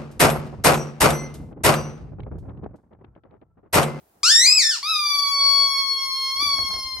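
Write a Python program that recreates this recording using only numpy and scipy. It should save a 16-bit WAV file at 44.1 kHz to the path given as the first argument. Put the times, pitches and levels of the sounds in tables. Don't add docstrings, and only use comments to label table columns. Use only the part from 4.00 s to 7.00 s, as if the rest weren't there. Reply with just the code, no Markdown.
import sys
import numpy as np
from scipy import signal
from scipy.fft import rfft, irfft
from scipy.io import wavfile
from scipy.ndimage import uniform_filter1d, minimum_filter1d

SR = 44100
rng = np.random.default_rng(int(sys.argv[2]) if len(sys.argv) > 2 else 0)


def volts_from_db(level):
    exponent = np.asarray(level, float) / 20
    return 10 ** exponent


def log_audio(samples):
    frames = np.atleast_2d(samples).T
    limited = np.clip(frames, -1, 1)
    pcm = np.round(limited * 32767).astype(np.int16)
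    wavfile.write(sys.argv[1], SR, pcm)


N = 132300

# freq_hz, level_db per Hz
ROOM_SPECTRUM = [(25, -30), (60, -5), (160, -21), (410, -9.5), (510, -20), (640, -11), (3000, -33.5),
                 (7500, -29)]
ROOM_DB = -64

# time_s, pitch_hz, level_db
YELP_REGISTERS = [
    [(.235, 1206, -18.5), (.263, 1375, -15.5), (.29, 1513, -14.5), (.32, 1795, -12), (.37, 1819, -12),
     (.4, 1916, -12.5), (.44, 2070, -11.5), (.456, 2154, -11)],
    [(.463, 2385, -11), (.49, 2483, -13.5), (.52, 2561, -13.5), (.562, 2577, -16), (.585, 2419, -14),
     (.606, 2173, -14.5), (.634, 1793, -18), (.703, 1774, -21.5)],
    [(.714, 1578, -24), (.752, 1361, -27.5), (.778, 957, -41.5), (.79, 889, -36)],
]
# time_s, pitch_hz, level_db
WHINE_STRETCHES = [
    [(.83, 1129, -33.5), (.9, 1323, -24), (.95, 1234, -25.5), (1.02, 1188, -27), (1.12, 1158, -24.5),
     (1.25, 1132, -28), (1.42, 1115, -27)],
    [(1.62, 1113, -26), (1.9, 1094, -30.5), (2.15, 1076, -30.5), (2.3, 1074, -30.5)],
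    [(2.385, 1090, -31), (2.428, 1170, -24), (2.5, 1123, -28.5), (2.6, 1094, -30), (2.7, 1078, -31),
     (2.968, 1046, -39), (3.0, 1032, -37.5)],
]
# freq_hz, gain_db
YELP_MOUTH = [(1000, -6.5), (2200, -9.5), (3600, -8), (5000, 2.5), (6200, -6), (7500, -6.5), (10000, -20),
              (15000, -33)]
# freq_hz, gain_db
WHINE_MOUTH = [(1100, -5.5), (3300, -12), (4450, 1.5), (5600, -10.5), (7700, -35), (11000, -16.5),
               (12300, -27), (15500, -43)]
SCOOP, SCOOP_S, ATTACK_S = 0.19, 0.002886, 0.0024
JITTER, SHIMMER_DB, AIR_DB = 0.00026, -0.5, -71.5

WALLS_T60_S, WALLS_TREBLE_T60_S, WALLS_GAP_S = 0.18, 0.27, 0.0049
WALLS_DB, WALLS_LOW_DB = -2.5, -6

# start_s, peak_db, pitch_hz, brightness (0-1)
PAW_STEPS = [(1.47, -57, 50, 0.1), (1.92, -58.5, 58, 0.1), (2.424, -36.5, 305, 0), (2.466, -40.5, 90, .4),
             (2.528, -50, 131, 0.2), (2.587, -27, 327, 0.7), (2.63, -33.5, 70, .6), (2.646, -40.5, 260, .3),
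             (2.708, -30.5, 800, .5), (2.74, -35, 302, 1), (2.764, -34.5, 90.5, 0.6), (2.79, -40, 700, .4),
             (2.845, -45, 65, 0.13), (2.968, -36.5, 810, .7)]
THUD_CYCLES, SNAP_T60_S, SNAP_DB = 9, 0.015, 10

# time_s, effort_db
WEIGHT_SHIFT = [
    (2.3, -29),
    (2.42, -5),
    (2.6, -6),
    (2.8, -3),
    (2.9, -16.5),
    (3.0, -9),
]
# freq_hz, level_db per Hz
BEDDING_SPECTRUM = [(25, -34), (62, -0.5), (130, -9.5), (320, -12), (520, -22.5), (720, -13), (1300, -23.5),
                    (4000, -70)]
BEDDING_DB, CLOTH_DB = -42.5, -81

# freq_hz, difference_db
PORT_TILT = [(300, 2), (1100, -8.5), (2200, -1.5), (4500, 7), (8000, 0)]
PORT_LAG_S, ALIKE_HZ = 0.00003, 897

# freq_hz, depth_db
MASK_NEAR = [(300, -59), (1500, -50.5), (2500, -39.5), (5500, -45), (7500, -44), (11000, -35), (15000, -26)]
# freq_hz, depth_db
MASK_LOUDEST = [(2000, -76.5), (9000, -59.5), (12000, -48.5), (16000, -42.5)]
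GHOST_HZ, GHOST_DB = 48000 - SR, 7
TOP_HZ = 15900


def curve(rows, col):
    rows = np.array(rows)
    return np.interp(np.arange(N) / SR, rows[:, 0], rows[:, col])


def colour(table, hz):
    table = np.array(table)
    return np.interp(np.log(np.maximum(hz, 1)), np.log(table[:, 0]), table[:, 1])


def unit(x):
    return x / np.sqrt(np.mean(x ** 2))


def walk(rate_hz):
    hold = int(SR / rate_hz)
    steps = np.repeat(rng.standard_normal(N // hold + 1), hold)
    return 1.32 * uniform_filter1d(uniform_filter1d(steps, hold), hold)[:N]


def band(x, lo_hz, hi_hz):
    return signal.sosfilt(signal.butter(2, [lo_hz, hi_hz], "band", fs=SR, output="sos"), x)


def stereo_noise(table, flicker_db, rate_hz):
    hz = np.arange(N // 2 + 1) * SR / N
    out = 0
    for centre in 30 * 2. ** np.arange(10):
        octaves_off = np.abs(np.log2(np.maximum(hz, 1) / centre))
        share = np.clip(1 - octaves_off, 0, 1) ** 0.5
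        spectrum = rfft(rng.standard_normal((2, N))) * share * volts_from_db(colour(table, hz))
        mid, side = irfft(spectrum, N)
        wide = np.clip(centre / ALIKE_HZ, 0.12, 1)
        ports = mid + wide * side * np.array([[1], [-1]])
        out = out + volts_from_db(flicker_db * walk(rate_hz)) * ports
    return out / np.sqrt(np.mean(out.mean(axis=0) ** 2))


def room_tone():
    return volts_from_db(ROOM_DB) * stereo_noise(ROOM_SPECTRUM, 1.3, 8.6)


def call(tables, throat, start_s, end_s, db, glide):
    t = np.arange(N) / SR
    rows = [row for table in tables for row in table]
    hz = uniform_filter1d(uniform_filter1d(curve(rows, 1), glide), glide)
    hz = hz * (1 + JITTER * walk(11))
    hz = hz * (1 - SCOOP * np.exp(-np.maximum(t - start_s, 0) / SCOOP_S))
    phase = 2 * np.pi * np.cumsum(hz) / SR
    stack = 0
    for k in range(1, 16):
        gain = volts_from_db(colour(throat, k * hz) + SHIMMER_DB * walk(9.38))
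        gain = gain * (k * hz < 0.4 * SR)
        stack = stack + gain * np.sin(k * phase + k * k * 0.64)
    breath = unit(band(rng.standard_normal(N), 2100, 9000))
    air = volts_from_db(AIR_DB) * (1 + np.cos(phase)) * breath
    gate = np.clip((t - start_s) / ATTACK_S, 0, 1) * np.clip((end_s - t) / 0.02, 0, 1)
    level_db = uniform_filter1d(curve(rows, 2), size=400) + db
    return (stack + air) * gate * volts_from_db(level_db)


def yelp():
    return call(YELP_REGISTERS, YELP_MOUTH, start_s=0.231, end_s=0.8, db=-0.5, glide=260)


def walls(x):
    t = np.arange(SR // 2) / SR
    hiss = rng.standard_normal((2, len(t)))
    low = signal.sosfilt(signal.butter(2, 2800, fs=SR, output="sos"), hiss)
    low_tail = low * volts_from_db(WALLS_LOW_DB - 60 * t / WALLS_T60_S)
    treble_tail = (hiss - low) * volts_from_db(-60 * t / WALLS_TREBLE_T60_S)
    tail = (low_tail + treble_tail) * (1 - np.exp(-t / WALLS_GAP_S))
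    tail = signal.sosfilt(signal.butter(2, 350, "high", fs=SR, output="sos"), tail)
    tail = tail / np.sqrt(np.sum(tail ** 2, axis=1, keepdims=True))
    return volts_from_db(WALLS_DB) * signal.fftconvolve(x[None], tail, axes=1)[:, :N]


def whine():
    return call(WHINE_STRETCHES, WHINE_MOUTH, start_s=0.827, end_s=4, db=4.5, glide=450)


def paws():
    out, t = np.zeros(N), np.arange(12000) / SR
    hisses = rng.standard_normal((len(PAW_STEPS), len(t)))
    for (start_s, db, hz, bright), hiss in zip(PAW_STEPS, hisses):
        bright = np.clip(bright, 0, 1)
        thud = np.sin(2 * np.pi * hz * t) * volts_from_db(-60 * t * hz / THUD_CYCLES)
        thud = thud * (1 - np.exp(-t * hz * 2))
        snap = volts_from_db(SNAP_DB) * band(hiss * volts_from_db(-60 * t / SNAP_T60_S), 270, 1560)
        hit = 3 * thud * (1 - bright) + bright * snap
        i = int(start_s * SR)
        out[i:i + len(t)] += volts_from_db(db) * hit[:N - i]
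    return out


def bedding():
    crackle_db = 4 * rng.exponential(size=(2, N)) + 4 * walk(30)
    grains = rng.standard_normal((2, N)) * volts_from_db(crackle_db)
    cloth = volts_from_db(CLOTH_DB) * unit(band(grains, 900, 5000))
    rumble = volts_from_db(BEDDING_DB + 3.2 * walk(35.05)) * stereo_noise(BEDDING_SPECTRUM, 3, 25.28)
    return volts_from_db(curve(WEIGHT_SHIFT, 1)) * (rumble + cloth)


def microphone_ports(near):
    hz = np.arange(N // 2 + 1) * SR / N
    tilt = volts_from_db(colour(PORT_TILT, hz) / 2)
    left = tilt * np.exp(-2j * np.pi * hz * PORT_LAG_S)
    return irfft(rfft(near) * np.array([left, 1 / tilt]), N)


def scene():
    voice = yelp() + whine()
    steps = paws()
    direct = microphone_ports(voice + steps)
    return direct + walls(voice + 0.3 * steps) + bedding() + room_tone()


def ghost_lines(x):
    place = (np.arange(N) * GHOST_HZ / SR) % 1
    bend = np.roll(x, 1, axis=1) - 2 * x + np.roll(x, -1, axis=1)
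    return x + volts_from_db(GHOST_DB) * (place * (1 - place) - 1 / 6) / 2 * bend


def masked(x):
    hz, _, z = signal.stft(x, SR, nperseg=1536)
    size = np.abs(z)
    nearest = -minimum_filter1d(-size, size=45, axis=1)
    loudest = size.max(axis=1, keepdims=True)
    near_edge = nearest * volts_from_db(colour(MASK_NEAR, hz))[:, None]
    loud_edge = loudest * volts_from_db(colour(MASK_LOUDEST, hz))[:, None]
    heard = uniform_filter1d(size, size=5, axis=1) > np.maximum(near_edge, loud_edge)
    return signal.istft(z * heard, SR, nperseg=1536)[1][:, :N]


def band_limit(x):
    return signal.sosfilt(signal.butter(12, 16430, fs=SR, output="sos"), x)


def record(dry):
    low_pass = signal.ellip(8, 0.2, 60, TOP_HZ, fs=SR, output="sos")
    cut = signal.sosfilt(low_pass, ghost_lines(dry))
    return band_limit(masked(cut))


dry = scene()
out = record(dry)
log_audio(out)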